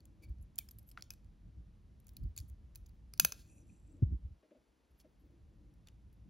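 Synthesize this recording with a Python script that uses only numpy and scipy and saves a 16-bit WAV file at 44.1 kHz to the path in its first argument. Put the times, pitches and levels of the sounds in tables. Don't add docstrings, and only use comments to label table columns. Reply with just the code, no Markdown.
import sys
import numpy as np
from scipy import signal
from scipy.fft import rfft, irfft
from scipy.io import wavfile
from scipy.ndimage import uniform_filter1d

SR = 44100
rng = np.random.default_rng(int(sys.argv[2]) if len(sys.argv) > 2 else 0)


def invert_db(level):
    return 10 ** (np.asarray(level, dtype=float) / 20)


def output_pcm(signal):
    pcm = np.clip(np.atleast_2d(signal).T, -1, 1) * 32767
    wavfile.write(sys.argv[1], SR, np.round(pcm).astype(np.int16))


N = 277389


def shape(points):
    hz, value = np.transpose(points)
    return np.interp(np.log(np.fft.rfftfreq(N, 1 / SR) + 1), np.log(hz), value)


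def band(x, lo_hz, hi_hz, order=2):
    return signal.sosfilt(signal.butter(order, [lo_hz, min(hi_hz, .45 * SR)], "band", fs=SR, output="sos"), x)


def noise(lo_hz, hi_hz):
    x = band(rng.standard_normal(N), lo_hz, hi_hz, order=4)
    return x / x.std()


def unit(x):
    return x / np.sqrt(np.sum(x ** 2))


def decay(t, t60):
    return np.exp(-np.log(1000) * t / t60)


def mode(x, hz, t60):
    pole = np.exp(2j * np.pi * hz / SR - np.log(1000) / (t60 * SR))
    return signal.lfilter([1, -1], [1, -pole], x).imag


def add(out, piece, s):
    i = max(int(s * SR), 0)
    out[..., i:i + piece.shape[-1]] += piece[..., :N - i]


# frequency [Hz], level [dB per Hz].
AIR = [(150, -18.5), (220, -4.5), (300, -3), (650, -12), (1500, -20), (2750, -22), (6700, -28), (8200, -26),
       (11000, -32.5), (13500, -36.5), (16500, -48)]
# frequency [Hz], side minus mid [dB].
AIR_SIDE = [(200, -9), (380, -6), (700, -8.5), (1300, -5.5), (2000, -2), (2600, -20.5), (5000, -30)]


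def air():
    level_db = -80
    above_rumble = np.fft.rfftfreq(N, 1 / SR) > 150
    mid, side = rfft(rng.standard_normal((2, N))) * invert_db(shape(AIR)) * above_rumble
    mid, side = irfft(mid, N), irfft(side * invert_db(shape(AIR_SIDE)), N)
    return np.array([mid, side]) * invert_db(level_db) / band(mid, 360, 16000).std()


# peak time [s], peak level [dB], flutter above the rumble [dB].
GUSTS = [(0.01, -48, -18), (0.308, -45, -19), (.42, -58, -16), (0.769, -53, -19), (.93, -73, -26),
         (1.029, -61, -32), (1.26, -54.5, -22), (1.488, -53.5, -5.5), (1.6, -50, -14), (2.21, -52.5, -4.5),
         (2.26, -32, -23), (2.44, -45, -17.5), (2.52, -47, -28), (2.66, -54, -27), (2.82, -53.5, -35),
         (2.99, -59, -35), (3.241, -52, 1), (3.398, -61.5, 0.5), (3.72, -58, -2.5), (4.084, -37.5, -16),
         (4.14, -36, -12), (4.26, -45.5, -23.5), (4.61, -75, -4.5), (4.72, -71, -14), (4.941, -62, -24.5),
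         (5.08, -74.5, 1), (5.448, -54.5, -20.5), (5.66, -61.5, -6.5), (5.969, -63, -16.5),
         (6.28, -56, -9.5)]


def airflow():
    still_db, still_flutter_db, flicker_db = -57.5, -68.5, 2
    gust_rise_s, gust_fall_s = 0.046, 0.019
    shut_s, attack_s, hold_s, release_s, open_s = 4.32, 0.14, .13, 0.4, 5.27
    depth_db, upper_depth_db, flutter_share = -32.5, -11, 0.81
    t = np.arange(0, N + 64, 64) / SR
    shut = np.clip((t - shut_s) / attack_s, 0, 1)
    since_hold = np.maximum(t - shut_s - attack_s - hold_s, 0)
    shut_db = depth_db * shut * np.exp(-since_hold / release_s)
    restless = uniform_filter1d(uniform_filter1d(rng.standard_normal((2, len(t))), 40), 40) * 2.4
    low = invert_db(still_db + shut_db + flicker_db * restless[0])
    flutter = invert_db(still_flutter_db + flutter_share * shut_db + flicker_db * restless[1])
    for s, db, flutter_db in GUSTS:
        gust = invert_db(db) * np.exp(-((t - s) / np.where(t < s, gust_rise_s, gust_fall_s)) ** 2)
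        low = np.hypot(low, gust)
        flutter = np.hypot(flutter, gust * invert_db(flutter_db))
    upper = low * invert_db(upper_depth_db * shut * np.clip((open_s - t) / attack_s, 0, 1))
    return [np.interp(np.arange(N) / SR, t, v) for v in (low, upper, flutter)]


# start [s], peak [dB], pitch [Hz], length [cycles].
BUFFETS = [(0.281, -31, 62, 3.9), (0.387, -33, 55.4, 3.1), (2.207, -35, 84, 13), (2.232, -29, 98.3, 5.3),
           (2.393, -33, 52.4, 2.4), (4.019, -12, 90, 3.18), (4.023, -25, 204, 3.4),
           (4.121, -36.5, 148.7, 2.2), (4.108, -22, 58.4, 4), (4.239, -35, 69.8, 4),
           (4.299, -38.5, 62.2, 3)]


def draught():
    low, upper, flutter = airflow()
    mid = low * noise(36, 68) + upper * invert_db(-8.0) * noise(68, 115)
    mid = mid + flutter * (noise(97, 210) + invert_db(-10.0) * noise(210, 340))
    side = low * invert_db(-17.0) * noise(42, 73) + flutter * invert_db(-9.0) * noise(160, 200)
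    t, eddies = np.arange(SR // 4) / SR, np.zeros(N)
    for s, db, hz, cycles in BUFFETS:
        u = t * hz / cycles
        swell = (2.755 * u * np.exp(1 - 2.796 * u)) ** 3.2
        turns = hz * t * (1 + 1.127 * np.exp(-.5 * t * hz))
        add(eddies, invert_db(db - 5.5) * np.sin(2 * np.pi * turns) * swell, s)
    lag_ms = 0.53
    mid, side = mid + eddies, side + np.gradient(eddies) * SR * lag_ms / 2000
    low_cut = signal.butter(2, 47, "high", fs=SR, output="sos")
    return signal.sosfilt(low_cut, np.array([mid + side, mid - side]))


# start [s], length [s], level [dB].
BRUSH = [
    (-.1, 0.56, -67.5),
    (0.208, 0.053, -62.5),
    (3.4, 0.41, -65),
    (3.854, 0.23, -57.5),
    (4.09, 0.06, -63),
    (4.155, 0.15, -67),
    (5.196, 0.22, -63.5),
    (5.459, 0.29, -66),
]
# start [s], peak [dB], decay t60 [s], edge [dB].
PATS = [
    (4.027, -63, 0.05, -21.5),
    (4.425, -60.5, 0.14, -9.5),
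    (4.504, -53.5, 0.092, -16.5),
    (4.545, -58, 0.14, -16.5),
    (5.042, -55, 0.068, -18),
]
# frequency [Hz], width [Hz], level [dB].
PAD = [(287, 95, 0.5), (367, 30, -7.5), (494, 47, -4.5), (604, 63, 0)]


def brush():
    t, out = np.arange(N) / SR, np.zeros(N)
    rub = noise(267, 340) + invert_db(-11.0) * noise(410, 596)
    for s, length, db in BRUSH:
        out = out + invert_db(db - 7) * np.sin(np.pi * np.clip((t - s) / length, 0, 1)) * rub
    t = t[:SR // 4]
    for s, db, t60, edge_db in PATS:
        force = rng.standard_normal(len(t)) * decay(t, t60) * (1 - np.exp(-t / 0.00235))
        thud = sum(invert_db(g) * unit(band(force, hz - w / 2, hz + w / 2)) for hz, w, g in PAD)
        thud = thud + invert_db(edge_db) * unit(band(force, 700, 2600))
        add(out, thud * invert_db(db) / np.abs(thud).max(), s)
    return out * invert_db(np.array([[1.2], [-1.2]]))


# frequency [Hz], level [dB], decay t60 [s].
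ROOM = [(730, -47.5, 0.46), (1420, -48, .33), (2491, -56, 0.61), (4060, -46.5, 0.26), (6000, -47.5, 0.27),
        (11000, -49, 0.3), (14275, -48.5, 0.19)]


def room(x):
    t = np.arange(SR) / SR
    tail = 0
    for hz, db, t60 in ROOM:
        wash = band(rng.standard_normal(SR), hz / 1.7, hz * 1.1) * decay(t, t60)
        tail = tail + invert_db(db) * wash * (1 - np.exp(-t / .004))
    return signal.fftconvolve(x, tail)[:N]


# time [s], strength of pull [dB].
THREAD = [
    (3.44, -100),
    (3.498, -76),
    (3.58, -73.5),
    (3.654, -82.5),
    (3.73, -72.5),
    (3.8, -81),
    (3.88, -75.5),
    (3.96, -79),
    (4.06, -100),
]
# frequency [Hz], width [Hz], level [dB].
THREAD_RINGS = [(2547, 260, -5), (5898, 400, -5.5), (8060, 3000, 2), (8900, 150, -7), (9700, 300, -6.5),
                (11006, 2500, -10), (14200, 500, -12)]


def thread():
    sing_hz, rise_hz, taut_s, sing_db = 7100, 520, 0.54, -3
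    rub_db, rub_fade_db_s = -1, 37
    s, db = np.transpose(THREAD)
    t = np.arange(N) / SR
    since = np.clip(t - s[0], 0, 1)
    hz = sing_hz + rise_hz * np.sin(np.pi / 2 * np.clip(since / taut_s, 0, 1))
    rough = invert_db(sing_db + 4.1 * noise(7.7, 40)) * noise(4, 170)
    sing = rough * np.sin(2 * np.pi * np.cumsum(hz) / SR)
    rub = 0
    for ring_hz, width, ring_db in THREAD_RINGS:
        fitful = invert_db(ring_db + 3.3 * noise(4.5, 22) + 3.5 * noise(30, 150))
        rub = rub + fitful * noise(ring_hz - width / 2, ring_hz + width / 2)
    pull = invert_db(np.interp(t, s, db, -150, -150))
    return pull * (sing + invert_db(rub_db - rub_fade_db_s * since) * rub)


# start [s], length [s], level [dB], slip rate [Hz].
SQUEAKS = [(0.214, 0.049, -70.5, 2314), (0.274, 0.026, -83.5, 2300), (0.41, 0.034, -79, 11300),
           (0.602, 0.15, -91.5, 11900), (0.796, 0.057, -90, 11600), (0.863, 0.041, -72.5, 11600),
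           (1.104, 0.049, -72, 11750), (0.591, .035, -69.5, 2300), (2.073, 0.056, -84, 15300),
           (2.27, 0.037, -92, 15300), (2.931, 0.037, -93, 15160), (3.849, .125, -101, 15200),
           (4.02, 0.027, -91, 12000), (4.9, .11, -90, 14200), (5.04, .11, -99, 15200),
           (5.187, .11, -95, 15270), (4.903, .02, -90, 11310), (4.97, 0.058, -83, 11410),
           (5.188, 0.042, -90, 11560), (6.13, 0.017, -88, 11380)]


def squeaks():
    out, t = np.zeros(N), np.arange(SR // 8) / SR
    for s, length, db, hz in SQUEAKS:
        uneven_db = 6.2 * np.repeat(rng.standard_normal(SR // 800 + 1), 100)[:SR // 8]
        slips = rng.standard_normal(SR // 8) * invert_db(uneven_db)
        slips = slips * np.sin(np.pi * np.clip(t / length, 0, 1))
        tone = band(slips, hz / 1.025, hz * 1.025)
        if hz < 8000:
            tone = tone + invert_db(-12.5) * band(slips, hz * 1.9, hz * 2.05)
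        add(out, invert_db(db) * unit(tone) * np.sqrt(length * SR), s)
    return out


# start [s], peak [dB], treble [dB per octave], contact [ms].
JIGGLES = [(.6873, -44.5, -7, 1.6), (0.71, -45.5, 5, 1.7), (0.7115, -50, 9, 1.84), (0.7857, -44.5, 13, 1.4),
           (0.79, -51, 3, 2.7), (.8264, -66, 12, 3.5), (0.874, -60, 10, 3), (.8889, -50, 9, 1.3),
           (.894, -55, 2, 1.6), (0.901, -57, 2, 1.5), (0.9137, -47, -5.5, 1.9), (.919, -60, -3, 2.5),
           (2, -59, 5, 1.5), (2.044, -67, 14, 1.7), (2.134, -65, 8, 1.7), (2.232, -66, 8, 2.2),
           (2.774, -60, 4, 2), (2.887, -65, 8, 3)]
# frequency [Hz], width [Hz], level [dB].
JOINT = [(3300, 380, -18), (5190, 280, -2), (7700, 450, -7), (8360, 500, 4.5), (11060, 430, -3),
         (11900, 320, 5), (13700, 900, -27), (16000, 400, -17)]


def joint():
    out, t = np.zeros(N), np.arange(SR // 32) / SR
    for s, db, tilt_db, ms in JIGGLES:
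        u = t / (ms * .001)
        force = rng.standard_normal(len(t)) * u * np.exp(-u / .6)
        ring = 0
        for hz, width, g in JOINT:
            level = invert_db(g + tilt_db * np.log2(hz / 8000))
            ring = ring + level * unit(band(force, hz - width / 2, hz + width / 2, order=1))
        add(out, ring * invert_db(db) / np.abs(ring).max(), s)
    return out


# frequency [Hz], width [Hz], level [dB].
STEEL = [(468.3, 130, -25), (700, 590, -17), (1361, 330, -18), (1620, 120, -16), (2110, 100, -16.5),
         (2512, 94, -0.5), (2880, 182.6, -10.5), (3570, 300, -8.5), (4500, 250, -3), (5000, 520, -7.5),
         (5280, 150, -15.5), (6150, 180, -7.5), (6960, 220, -2),
         (8600, 1400, -4.5), (8600, 350, -6), (9160, 300, -3.5), (10340, 460, -5.5), (11106, 320, -7),
        (11920, 270, -3), (12350, 96, 1.5), (12874, 150, -4), (14300, 210, -2.5), (15617, 130, -2.5)]


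def steel(force, low_db, high_db):
    body = invert_db(1.5 - .4 * max(low_db, 0)) * unit(band(force, 2800, 9500))
    out = body + invert_db(high_db + 6.5) * unit(band(force, 9400, 11000))
    for hz, width, db in STEEL:
        weight, detune = rng.standard_normal(2)
        low_part = (low_db + 23.0) * np.clip(np.log2(4200 / hz), 0, 1.6)
        high_part = (high_db + 12.0) * (hz > 8000)
        level = invert_db(db + low_part + high_part + 2.0 * weight) * (width / 300) ** 0.32
        out = out + level * unit(mode(force, hz * (1 + 0.0025 * detune), 2.0 / width))
    return out


# start [s], length [s], level [dB], low ring [dB], high ring [dB].
SCRAPES = [(0.215, 0.045, -73, -18.5, -15.5), (0.283, 0.024, -83, -17, -8), (0.643, 0.032, -89, -25, 3),
           (0.81, 0.024, -94, -33, -6), (0.864, 0.066, -82, -29.5, 15), (0.963, 0.049, -68.5, 16, -37),
           (1.101, 0.035, -72, -12, -19.5), (2.364, 0.041, -62, -27, -24), (2.472, 0.036, -75.5, -26, 7),
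           (3.336, 0.135, -71.5, -37, -23), (3.403, 0.13, -82, -26, -29), (4.989, 0.037, -75, -27, -21),
           (5.854, 0.052, -80.5, 4, -26)]


def scrapes():
    out = np.zeros(N)
    for s, length, db, low_db, high_db in SCRAPES:
        n = min(int(length * SR), SR // 8)
        force = rng.standard_normal(n) * invert_db(2.0 * rng.exponential(size=n)) * np.hanning(n)
        ring = steel(np.r_[force, np.zeros(500)], low_db, high_db)
        add(out, ring * invert_db(db) / ring.std(), s)
    return out


# start [s], level [dB], low ring [dB].
TEETH = [
    (3.1978, -20, -2.5),
    (3.2482, -25.5, 3.5),
    (3.322, -45.5, -1.5),
    (2.7572, -53.5, -3.5),
    (1.1048, -54.5, 5),
    (.5866, -44.5, 0),
]
# frequency [Hz], level [dB], decay t60 [s].
PAWL = [(814, -11, 0.013), (1400, -10.5, .012), (1650, -9.5, .015), (2522, -3.5, 0.027), (4490, -5, .018),
        (4980, -3.5, 0.01), (5430, -5, 0.013), (6110, 1.5, .016), (6980, -5.5, .022), (9320, -3.5, .012),
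        (10505, -3, .01), (12470, 1, 0.02), (13500, 2.5, .01), (15623, -0.5, .022)]


def ratchet():
    out, t = np.zeros(N), np.arange(SR // 16) / SR
    rise_ms = .8
    onset = 1 - np.exp(-(t * 1000 / rise_ms) ** 2)
    for s, db, low_db in TEETH:
        ring = 0
        for hz, g, t60 in PAWL:
            tone = np.sin(2 * np.pi * hz * t + rng.uniform(0, 2 * np.pi))
            ring = ring + invert_db(g + low_db * (hz < 3000)) * tone * decay(t, t60)
        add(out, invert_db(db) * ring * onset, s)
    return out


# start [s], peak [dB], low ring [dB], high ring [dB],
# strongest ring [Hz].
SNAPS = [(0.5816, -36, -25, -7.5, 7100), (0.5863, -18.5, -17, 6, 4900), (0.9742, -37, 18, -50, 1250),
         (0.9958, -65, 1, -5, 1730), (1.0228, -34.5, -41, -28, 5200), (1.1046, -30.5, -18.5, -15, 5350),
         (1.1365, -48.5, -16, -43, 7200), (2.167, -39.5, -28, -5.5, 4240), (2.364, -41, -18, -1, 4490),
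         (2.3768, -30, -48, -8.5, 6800), (2.3865, -38, -43, -4.5, 4400), (2.7564, -36, -26, -2, 4400),
         (3.1366, -35, -18.5, -10.5, 5060), (3.176, -46, -29, -12.5, 5280), (3.1977, -4, -17, -10, 5300),
         (3.248, -8, -13.5, -8, 5600), (3.3215, -25.5, -15.5, -22, 5500), (5.8715, -47.5, -24, -37, 3704)]
# start [s], peak [dB], high ring [dB], strongest ring [Hz].
TICKS = [(.0044, -53.5, -19, 4140), (0.054, -49.5, 2, 7200), (0.3845, -67, -14, 5500),
         (0.427, -61, 0.5, 7260), (0.5572, -48, -4.5, 6960), (.5804, -52, -4, 6180),
         (0.5871, -32.5, -32.5, 3300), (1.0083, -51, -19, 4260), (1.039, -58, -23.5, 7000),
         (1.245, -64.5, -28.5, 2010), (2.0682, -46, 1, 6000), (2.0817, -53.5, -8, 6960),
         (2.0913, -46, -8.5, 5000), (2.2379, -59.5, -12, 4200), (2.4012, -37, -7, 4640),
         (2.4118, -58, -7, 4500), (2.4982, -50, -4, 6760), (2.75, -52.5, -12, 6070),
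         (2.8602, -57, -20.5, 5130), (2.864, -52, -8, 6150), (2.8924, -58, -9, 4200),
         (3.969, -69.5, -30, 7170), (5.0003, -53.5, -12, 5600), (5.308, -76, 10, 6970),
         (5.739, -64, -0.5, 5000), (5.885, -52, -43, 2990), (6.128, -60, 1, 4010)]
# frequency [Hz], level [dB], decay t60 [s].
ARM = [(2525, -52, 0.3), (5900, -52, 0.1), (12800, -43.5, 0.28)]


def clicks():
    snap_ms, tick_ms, tick_low_db = 0.88, 0.83, -32.5
    arm_growth = 2.3
    out, blows, t = np.zeros(N), np.zeros(N), np.arange(SR // 32) / SR
    firm = [(*row, snap_ms) for row in SNAPS]
    light = [(s, db, tick_low_db, high_db, hz, tick_ms) for s, db, high_db, hz in TICKS]
    for s, db, low_db, high_db, ring_hz, ms in firm + light:
        u = t / (ms * 0.0014)
        chance = rng.standard_normal(len(t))
        force = chance * np.abs(chance) * u * np.exp(-u / 0.61)
        ring = steel(force, low_db, high_db)
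        ring = ring + invert_db(5.0) * band(ring, ring_hz / 1.1, ring_hz * 1.2)
        if low_db > 10:
            ring = band(ring, 930, 4300) + invert_db(-7.5) * band(ring, 3000, 6700)
        add(out, ring * invert_db(db) / np.abs(ring).max(), s)
        add(blows, np.array([invert_db(arm_growth * db + np.clip(low_db + 16.0, -20, 0))]), s)
    linger = 0
    for hz, db, t60 in ARM:
        linger = linger + invert_db(db) / np.sin(np.pi * hz / SR) / 2 * mode(blows, hz, t60)
    return out + invert_db(3.0 * noise(20, 140)) * linger


# frequency [Hz], left lead [radians].
PORT_LEAD = [(0, 0), (300, -.4), (1100, -.5), (1600, .25), (5100, .2), (6400, -.6), (8200, -3.14),
             (11500, -6.28), (14200, -8.8), (14700, -9.4), (15550, -10.1), (22050, -10.1)]
# frequency [Hz], left minus right [dB].
PORT_TILT = [(100, 2.5), (400, 2.5), (2400, 1.5), (4400, 0)]


def ports(x):
    lead = np.interp(np.fft.rfftfreq(N, 1 / SR), *np.transpose(PORT_LEAD))
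    half = np.exp(.5j * lead) * invert_db(shape(PORT_TILT) / 2)
    return irfft(rfft(x) * np.array([half, 1 / half]), N)


def scene():
    near = clicks() + joint() + scrapes() + squeaks()
    blurred = near * (0.64 + 0.83 * np.tanh(3 * noise(300, 1300)))
    teeth = ratchet()
    near, blurred = near + teeth, blurred + teeth
    tail = band(room(blurred), 150, 27000, order=6)
    hiss, spread = air()
    spread = spread + invert_db(-4) * band(room(near), 300, 2000, order=4)
    return ports(near + tail + thread() + hiss) + np.array([spread, -spread]) + draught() + brush()


def roll_off(x):
    return signal.sosfilt(signal.butter(12, 16900, fs=SR, output="sos"), x)


def record(dry):
    peak_hz, width_hz, peak_db, top_hz = 15400, 1300, 3, 15950
    capsule = dry + invert_db(peak_db) * band(dry, peak_hz - width_hz / 2, peak_hz + width_hz / 2)
    top_cut = signal.ellip(6, .3, 60, top_hz, fs=SR, output="sos")
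    return roll_off(signal.sosfilt(top_cut, capsule))


dry = scene()
out = record(dry)
output_pcm(out)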